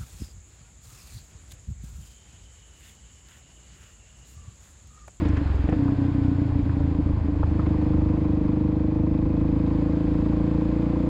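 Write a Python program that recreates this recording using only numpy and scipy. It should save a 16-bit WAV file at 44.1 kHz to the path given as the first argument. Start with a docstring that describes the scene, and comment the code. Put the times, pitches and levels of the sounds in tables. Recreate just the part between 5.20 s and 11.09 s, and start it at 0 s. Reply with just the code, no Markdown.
"""Motorcycle on a gravel bend

A single-cylinder four-stroke bike, heard from a microphone on the rider. Each firing rings the exhaust
pipe. The engine revs briefly for a downshift, coasts into a bend, firing weakly and skipping beats, then
pulls out under throttle. Valves clatter, tyres crunch, wind buffets, the chain rattles, stones knock."""
import sys
import numpy as np
from scipy import signal
from scipy.fft import rfft, irfft, next_fast_len
from scipy.io import wavfile
from scipy.ndimage import uniform_filter1d, minimum_filter1d, map_coordinates

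SR = 44100
rng = np.random.default_rng(int(sys.argv[2]) if len(sys.argv) > 2 else 0)


def unload_audio(sound):
    """Save the sound as a 16-bit wav file, at the path given as the first command line argument."""
    columns = np.transpose(np.atleast_2d(sound))
    # keep every value between -1 and 1, then stretch to whole-number steps
    steps = np.round(np.clip(columns, -1, 1) * 32767)
    wavfile.write(sys.argv[1], SR, steps.astype(np.int16))


N = 259742


def amp(db):
    """Turn decibels into a gain."""
    return 10 ** (np.asarray(db) / 20)


def unit(x):
    """Scale to an average (rms) level of 1."""
    return x / np.sqrt(np.mean(x ** 2) + 1e-20)


def curves(rows):
    """Join a table's timed points with straight lines: one curve for each column after the time."""
    times, *columns = np.transpose(rows)
    return [np.interp(np.arange(N) / SR, times, column) for column in columns]


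def wobble(rate_hz):
    """A smooth random curve with rate_hz new values a second."""
    points = rng.standard_normal(int(N * rate_hz / SR) + 4)
    return map_coordinates(points, [np.arange(N) * rate_hz / SR])


def swell(peak_s, length_s):
    """A smooth rise and fall around one moment."""
    return np.exp(-((np.arange(N) / SR - peak_s) / length_s) ** 2)


def filtered(x, response):
    """Scale each frequency in x by response(hz)."""
    size = next_fast_len(N + SR // 2)
    return irfft(rfft(x, size) * response(np.fft.rfftfreq(size, 1 / SR)), size)[:N]


def coloured(x, points):
    """Shape the tone of x with (pitch_hz, level_db) points, then scale it to level 1."""
    pitch_hz, db = np.transpose(points)
    return unit(filtered(x, lambda hz: amp(np.interp(np.log(hz + 1), np.log(pitch_hz), db))))


def ringing(x, modes):
    """x plus the ring it stirs up in a few (pitch_hz, width_hz, level_db) resonances."""
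    def response(hz):
        return sum(amp(db) / (1 + 2j * (hz - centre) / width) for centre, width, db in modes)
    return x + filtered(x, response)


# How fast the engine runs, in cycles a second: time_s, speed_hz
ENGINE_SPEED = [(0.0, 27.512), (0.39, 20.642), (0.47, 22.386), (0.56, 30.927), (0.74, 31.075),
                (1.65, 27.515), (2.62, 25.369), (2.93, 25.771), (3.2, 25.181), (4.2, 26.672),
                (5.35, 27.971), (5.89, 29.529)]
def engine_cycles():
    """Cycles done so far, surging a little with the road; the exhaust beats near each whole number."""
    return .435 + np.cumsum(curves(ENGINE_SPEED)[0]) / SR + .004 * wobble(6)


# The throttle, from 0 (shut) to 1 (wide open): time_s, opening
THROTTLE_OPENING = [(0, 1), (.15, 0.2), (.42, 0), (.49, 0.8), (.6, 0), (1.5, 0.13), (1.8, 0.51), (2.1, 0.3),
                    (2.4, 0.9), (2.8, 0.89), (3.05, 0.97)]
def controls(cruise_hz=27):
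    """The throttle opening, and how much faster than cruising the engine runs."""
    return np.clip(curves(THROTTLE_OPENING)[0], 0, 1), curves(ENGINE_SPEED)[0] - cruise_hz


# Runs of cycles that fail to fire properly: start_s, cycle_count, drop_db
MISFIRES = [(.14, 2, -6), (.26, 4, -13.5), (.56, 1, -4.5), (.75, 1, -19), (.92, 1, -9), (1.02, 1, -3.5),
            (1.15, 1, -8.5), (1.26, 3, -4), (1.43, 1, -17), (1.5, 2, -4.5), (1.82, 1, -18),
            (1.94, 3, -12.5), (2.24, 2, -6.5), (2.43, 1, -5)]
def misfire_drop(cycles):
    """The drop in decibels during each failed cycle, and 0 elsewhere."""
    cycle, drop_db = np.floor(cycles + .25), np.zeros(N)
    for start_s, count, db in MISFIRES:
        first = cycle[round(start_s * SR)]
        drop_db[(cycle >= first) & (cycle < first + round(count))] = db
    return drop_db


# How strongly the fuel burns: time_s, level_db
BURN_STRENGTH = [(0, -3), (.2, 2), (.44, -1), (.6, 0.5), (.85, -2), (1.15, 0), (1.4, -2), (1.7, -3.5),
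                 (2.0, -4), (2.4, -3.5), (2.6, -3), (2.9, -3), (4, -3.5), (5.89, -4)]
def firings(cycles, uneven_db=2.5, misfire_lag_s=0.0022, lean_lag_s=0.00083):
    """One push of gas a cycle, uneven on a shut throttle; failed or fuel-starved burns come late."""
    beats = np.flatnonzero(np.diff(np.floor(cycles + 0.0954)))
    opening, faster_hz = controls()
    closed, drop_db = np.sqrt(1 - opening[beats]), misfire_drop(cycles)[beats]
    starved = closed * np.clip(1 - faster_hz[beats] / 2.8, 0, 1)
    scatter_db = uneven_db * starved * abs(rng.standard_normal(len(beats)))
    burn_db = curves(BURN_STRENGTH)[0][beats] + drop_db - scatter_db
    for start_s, change_db, *_ in HARD_FIRINGS:
        burn_db[np.argmin(abs(beats / SR - start_s))] += change_db
    late_s = abs(misfire_lag_s * rng.standard_normal(len(beats))) * (drop_db < 0) + lean_lag_s * closed
    pushes = np.zeros(N + SR)
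    pushes[beats + np.round(late_s * SR).astype(int)] = amp(burn_db)
    return pushes[:N]


def pipe_ring(modes, steep, size=16384):
    """The pipe's ring after one push; steeper resonance peaks make it start more softly."""
    hz = np.fft.rfftfreq(size, 1 / SR)
    gain = sum(amp(db) / (1 + (2 * (hz - centre) / width) ** 2 / steep) ** steep
               for centre, width, db in modes)
    cepstrum = irfft(np.log(gain * (hz + 1) / np.hypot(hz + 1, 35)))
    # Fold it so that the ring comes only after the push.
    cepstrum[1:size // 2] *= 2
    cepstrum[size // 2 + 1:] = 0
    return irfft(np.exp(rfft(cepstrum)))


def play_rings(pushes, ring, pitch_ratio, waver):
    """Each push plays the ring, sped up or slowed down to change its pitch."""
    ring, out = ring[:SR // 6], np.zeros(N + SR)
    steps = np.arange(len(ring))
    for beat in np.flatnonzero(pushes):
        speed = pitch_ratio[beat] + waver * rng.standard_normal()
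        out[beat:][:len(ring)] += pushes[beat] * np.interp(steps * speed, steps, ring)
    return out[:N]


# The pipe's notes with the throttle shut: pitch_hz, width_hz, level_db
SHUT_NOTES = [(60, 63, -22.5), (122, 51.4, -3), (205, 60, -14), (281.8, 42, 3), (467, 60, -22.5),
              (560, 40, -25), (712, 26, -23.5), (1000, 30, -30)]
# Its notes with the throttle open: pitch_hz, width_hz, level_db
OPEN_NOTES = [(55.3, 18.5, 0), (79, 40, -21.5), (113.2, 45, -3), (164.8, 29.8, -1.5), (209.8, 71.6, -4),
              (271, 19.4, -1.5), (308, 39.5, 3)]
# Its higher notes, which rasp under throttle: pitch_hz, width_hz, level_db
RASP_NOTES = [(490, 54, -11.5), (604, 36, -20)]
def exhaust(cycles, shut_db=34.0, open_db=35.0, rasp_db=35.5, shut_flow_db=-54, open_flow_db=-66):
    """Firings and swirling gas ring the pipe; opening the throttle makes it harder and more even."""
    opening, faster_hz = controls()
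    pushes, flow, closed = firings(cycles), rng.standard_normal(N), np.sqrt(1 - opening)
    # Coasting cools the pipe, so its note sags a little.
    cool_s, sag_share = 1, 0.026
    cool_step = 1 / (cool_s * SR)
    heat = signal.lfilter([cool_step], [1, cool_step - 1], opening - 1) + 1
    shut_ring = pipe_ring(SHUT_NOTES, steep=1.39)
    coasting = play_rings(pushes * closed, shut_ring, 1 + sag_share * (heat - .5), waver=0.01)
    coasting += amp(shut_flow_db) * signal.fftconvolve(flow * closed, shut_ring)[:N]
    open_gas = (pushes + amp(open_flow_db) * flow) * opening
    pulling = signal.fftconvolve(open_gas, pipe_ring(OPEN_NOTES, steep=1.83))[:N]
    # The rasp gets louder and higher as the engine speeds up.
    rasp_pushes = pushes * opening * amp(0.6 * faster_hz)
    rasp = play_rings(rasp_pushes, pipe_ring(RASP_NOTES, steep=1.35), 1 + 0.007 * faster_hz, waver=0)
    return amp(shut_db) * coasting + amp(open_db) * pulling + amp(rasp_db) * rasp


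# How loudly gas sloshes in the pipe: time_s, level_db
SLOSH_LEVEL = [(0, -22), (.2, -22.5), (.42, -22.5), (.6, -28.5), (1.2, -27), (1.6, -24), (2.1, -23.5),
               (2.8, -23.5), (3.2, -27.5), (3.9, -26), (4.5, -27), (5.89, -32.5)]
# How far it runs ahead of the beat, most while coasting: time_s, lead_cycles
SLOSH_AHEAD = [(0, .04), (.18, .105), (1.2, .105), (1.9, .085), (2.4, .035), (5.89, .03)]
def gas_slosh(cycles, swings=3.313, damping=2.77, uneven_db=1.27, jitter=0.0074):
    """A low rumble: fired or not, the piston shoves the gas once a cycle and it swings a few times."""
    phase = (cycles + curves(SLOSH_AHEAD)[0] + jitter * wobble(22)) % 1
    slosh = np.sin(2 * np.pi * swings * phase) * np.sin(np.pi * phase) ** 0.55 * np.exp(-damping * phase)
    return amp(curves(SLOSH_LEVEL)[0] + uneven_db * wobble(14)) * unit(slosh)


def strokes(cycles, places):
    """Bursts of varying strength in every cycle, each given as (place_cycles, length_cycles, size)."""
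    bursts = sum(size * np.exp(-(((cycles - place + .5) % 1 - .5) / length) ** 2)
                 for place, length, size in places)
    return bursts * amp(2.4 * wobble(45))


def case_ring(x, fade_s=0.0099, share=0.91, lowest_hz=1500):
    """The metal engine cases add a short ring of many close, high notes."""
    t = np.arange(SR // 16) / SR
    tail = rng.standard_normal(len(t)) * amp(-60 * t / fade_s)
    ring = signal.fftconvolve(x, tail / np.linalg.norm(tail))[:N]
    return x + share * filtered(ring, lambda hz: hz ** 4 / (hz ** 4 + lowest_hz ** 4))


# The tone of the clatter: pitch_hz, level_db
CLATTER_TONE = [(150, -5.5), (300, 12.5), (420, 4), (700, -1.8), (850, -0.7), (1050, -3.5), (1300, -12.5),
                (1600, -14.5), (2100, -21), (2600, -21), (3500, -38.5), (6000, -35), (12000, -73.5)]
# The notes of the cooling fins and engine covers: pitch_hz, width_hz, level_db
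FIN_NOTES = [(639, 23, -3), (1051, 13, -2.5), (1839, 5.2, 5.5), (2560, 21, -6)]
def clatter(cycles, level_db=-38.5, load_db=1.6, shake=0.4, coasting=0.45):
    """Valves and piston rattle the cases, more under throttle and on rough gravel; the fins ring on."""
    road_db, opening = curves(GRAVEL_LEVEL)[0], controls()[0]
    slaps = strokes(cycles, [(.64, 0.016, 0.5), (.73, 0.027, 0.58), (.9, 0.13, 1)])
    pulse = 1 + (coasting + (1 - coasting) * opening) * slaps
    cases = case_ring(pulse * coloured(rng.standard_normal(N), CLATTER_TONE))
    gain = amp(level_db + load_db * (opening - 0.5) + shake * (road_db - road_db.mean()))
    return gain * unit(ringing(cases, FIN_NOTES))


# The tone of the valve ticks: pitch_hz, level_db
VALVE_TONE = [(1200, -19), (2600, -2), (3900, 0), (6000, -20), (7200, -17), (10500, -25), (12000, -44)]
def valve_ticks(cycles, level_db=-67, rise_db_per_hz=1.5):
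    """The arms that open the valves tick three times a cycle, louder with engine speed and throttle."""
    opening, faster_hz = controls()
    pulse = strokes(cycles, [(.64, 0.036, 0.96), (.72, 0.041, 1), (.87, 0.11, 0.45)])
    ticks = pulse * coloured(rng.standard_normal(N), VALVE_TONE)
    return amp(level_db + rise_db_per_hz * faster_hz) * (0.1 + 0.57 * opening) * unit(case_ring(ticks))


# How the gravel noise rises and falls: time_s, level_db
GRAVEL_LEVEL = [(0.02, -60), (0.12, -62), (0.77, -62.5), (1.6, -65), (2.13, -66.5), (2.46, -64), (3.2, -67),
                (3.84, -69.5), (4.1, -68.5), (4.6, -64.8), (5.86, -64.3)]
# The tone of tyres on gravel: pitch_hz, level_db
GRAVEL_TONE = [(500, -17.5), (1500, 8.5), (2600, -1), (3400, -2.5), (3900, -6), (5000, -7), (5800, -22.5),
               (7000, -12), (7800, -19), (9500, -27), (10800, -30), (11800, -43), (14000, -66)]
def tyres(gain_db=11.0, crunch=0.6, stones_per_s=2500):
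    """Gravel crunches under the tyres: an even hiss with many tiny clicks."""
    clicks = (rng.random(N) < stones_per_s / SR) * rng.uniform(-0.88, 1, N)
    gain = amp(curves(GRAVEL_LEVEL)[0] + gain_db + 0.32 * wobble(25))
    return gain * coloured(rng.standard_normal(N) + crunch * unit(clicks), GRAVEL_TONE)


# The deep tone of the wind: pitch_hz, level_db
WIND_TONE = [(10, -30), (25, -2.5), (45, 5), (75, 2), (130, -0.5), (210, -1), (400, -17), (900, -42),
             (2500, -120)]
def wind(level_db=-35.5, gust_db=2.5, bend_db=3.5):
    """Wind rumbles in soft lumps on the microphone, more while the rider leans through the bend."""
    bend = swell(peak_s=1.8, length_s=0.8)
    gain = amp(level_db + bend_db * bend + gust_db * np.tanh(wobble(5.3)))
    return gain * coloured(rng.standard_normal(N), WIND_TONE)


# The tone of the passing air: pitch_hz, level_db
AIR_TONE = [(200, -14), (550, 1.5), (1600, 1.5), (3000, -9), (5600, -29.5), (9000, -36.5), (12000, -43)]
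def air_hiss(level_db=-47, fade_s=0.56):
    """Air hisses past at first and dies away as the rider slows."""
    gain = amp(level_db + 0.53 * wobble(7.7)) * swell(0, fade_s)
    return gain * coloured(rng.standard_normal(N), AIR_TONE)


def hits(rows, fade_s, spread, gain_db, attack_s):
    """Short bursts of noise, each around its own pitch, falling 60 dB in fade_s."""
    out, t = np.zeros(N + SR), np.arange(SR // 8) / SR
    hz = np.fft.rfftfreq(len(t), 1 / SR) + 1
    attack = 1 - np.exp(-(t / attack_s) ** 2)
    for start_s, level_db, pitch_hz in rows:
        band = np.exp(-(np.log(hz / pitch_hz) / spread) ** 2)
        noise = unit(irfft(rfft(rng.standard_normal(len(t))) * band, len(t)))
        out[round(start_s * SR):][:len(t)] += amp(level_db + gain_db - 60 * t / fade_s) * noise * attack
    return out[:N]


# Rattles of the chain: start_s, level_db, pitch_hz
CHAIN_RATTLES = [(.05, -43, 2000), (.165, -37, 1400), (.486, -31.5, 1400), (.523, -36.5, 1300),
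                 (2.46, -40, 1300)]
def chain():
    """The chain rattles over bumps and as it pulls tight."""
    return hits(CHAIN_RATTLES, fade_s=0.077, spread=0.66, gain_db=2.5, attack_s=0.0025)


# Bits of flying grit: start_s, level_db, pitch_hz
GRIT_TICKS = [(.086, -58, 5840), (.169, -59, 5450), (.354, -62, 6700), (.495, -56, 6200)]
def grit():
    """Grit flung against metal makes tiny, bright ticks."""
    return hits(GRIT_TICKS, fade_s=0.04, spread=0.33, gain_db=5.0, attack_s=0.00023)


# Firings that bark, with the change to their burn: start_s, change_db, level_db, pitch_hz
HARD_FIRINGS = [(.213, -5, -37, 442), (.488, 2.5, -17, 456), (.524, 2.5, -21.5, 443),
                (1.183, -1.5, -40, 500), (1.394, 2, -38, 480), (1.604, 0, -27, 420), (1.786, 7.5, -31, 400),
                (1.899, 3.5, -36, 450), (2.084, 4.5, -40, 452), (2.2, 1, -41, 454)]
def barks():
    """Each hard firing spits a short, rough burst out of the pipe."""
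    bursts = [(start_s, level_db, pitch_hz) for start_s, _, level_db, pitch_hz in HARD_FIRINGS]
    return hits(bursts, fade_s=0.044, spread=0.52, gain_db=3.0, attack_s=0.002)


def brake(level_db=-62, pitch_hz=4200, width_hz=250):
    """The brake pads rub the disc briefly before the bend."""
    rub = filtered(rng.standard_normal(N), lambda hz: np.exp(-((hz - pitch_hz) / width_hz) ** 2))
    return amp(level_db + 3.3 * wobble(21)) * swell(peak_s=0.26, length_s=0.051) * unit(rub)


def gear_whine(cycles, teeth=50, level_db=-52):
    """Gear teeth whine faintly after the downshift, while the wheel drives the engine."""
    gain = amp(level_db + 1.8 * wobble(4.2)) * swell(peak_s=.9, length_s=0.42)
    return gain * np.sin(2 * np.pi * teeth * cycles + wobble(110))


# Stones hitting the frame: start_s, level_db, pitch_hz
STONE_HITS = [(.680, -29.5, 1014), (.922, -48.5, 2480), (1.392, -43, 2470), (1.495, -31.5, 1000),
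              (2.231, -25, 865), (2.394, -30, 1040), (2.733, -43.5, 1086)]
# The notes of the struck frame: pitch_hz, width_hz, level_db
FRAME_NOTES = [(480, 120, 4), (890, 73, -6), (1330, 200, 0), (1780, 170, 3.5)]
def stone_knocks():
    """Stones knock the frame and make it ring."""
    knocks = hits(STONE_HITS, fade_s=0.046, spread=0.45, gain_db=-5.5, attack_s=0.00049)
    return ringing(knocks, FRAME_NOTES)


def scene():
    """Engine, road and wind, added into one channel."""
    cycles = engine_cycles()
    gas = exhaust(cycles) + gas_slosh(cycles) + barks()
    machinery = chain() + clatter(cycles) + valve_ticks(cycles) + gear_whine(cycles) + brake()
    road = stone_knocks() + grit() + tyres()
    return (gas + machinery + road + wind() + air_hiss())[None]


def record(dry, limit=.27, smooth_samples=220, release_db_per_s=200, top_hz=14200):
    """A limiter turns loud peaks down and recovers quickly; the highest treble is cut off."""
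    over_db = np.maximum(20 * np.log10(abs(dry[0]) / limit + 1e-9), 0)
    recovery_db = release_db_per_s * np.arange(N) / SR
    cut_db = np.maximum.accumulate(over_db + recovery_db) - recovery_db
    gain = uniform_filter1d(minimum_filter1d(amp(-cut_db), smooth_samples), smooth_samples)
    return filtered(dry[0] * gain, lambda hz: hz < top_hz)[None]


dry = scene()
out = record(dry)
unload_audio(out)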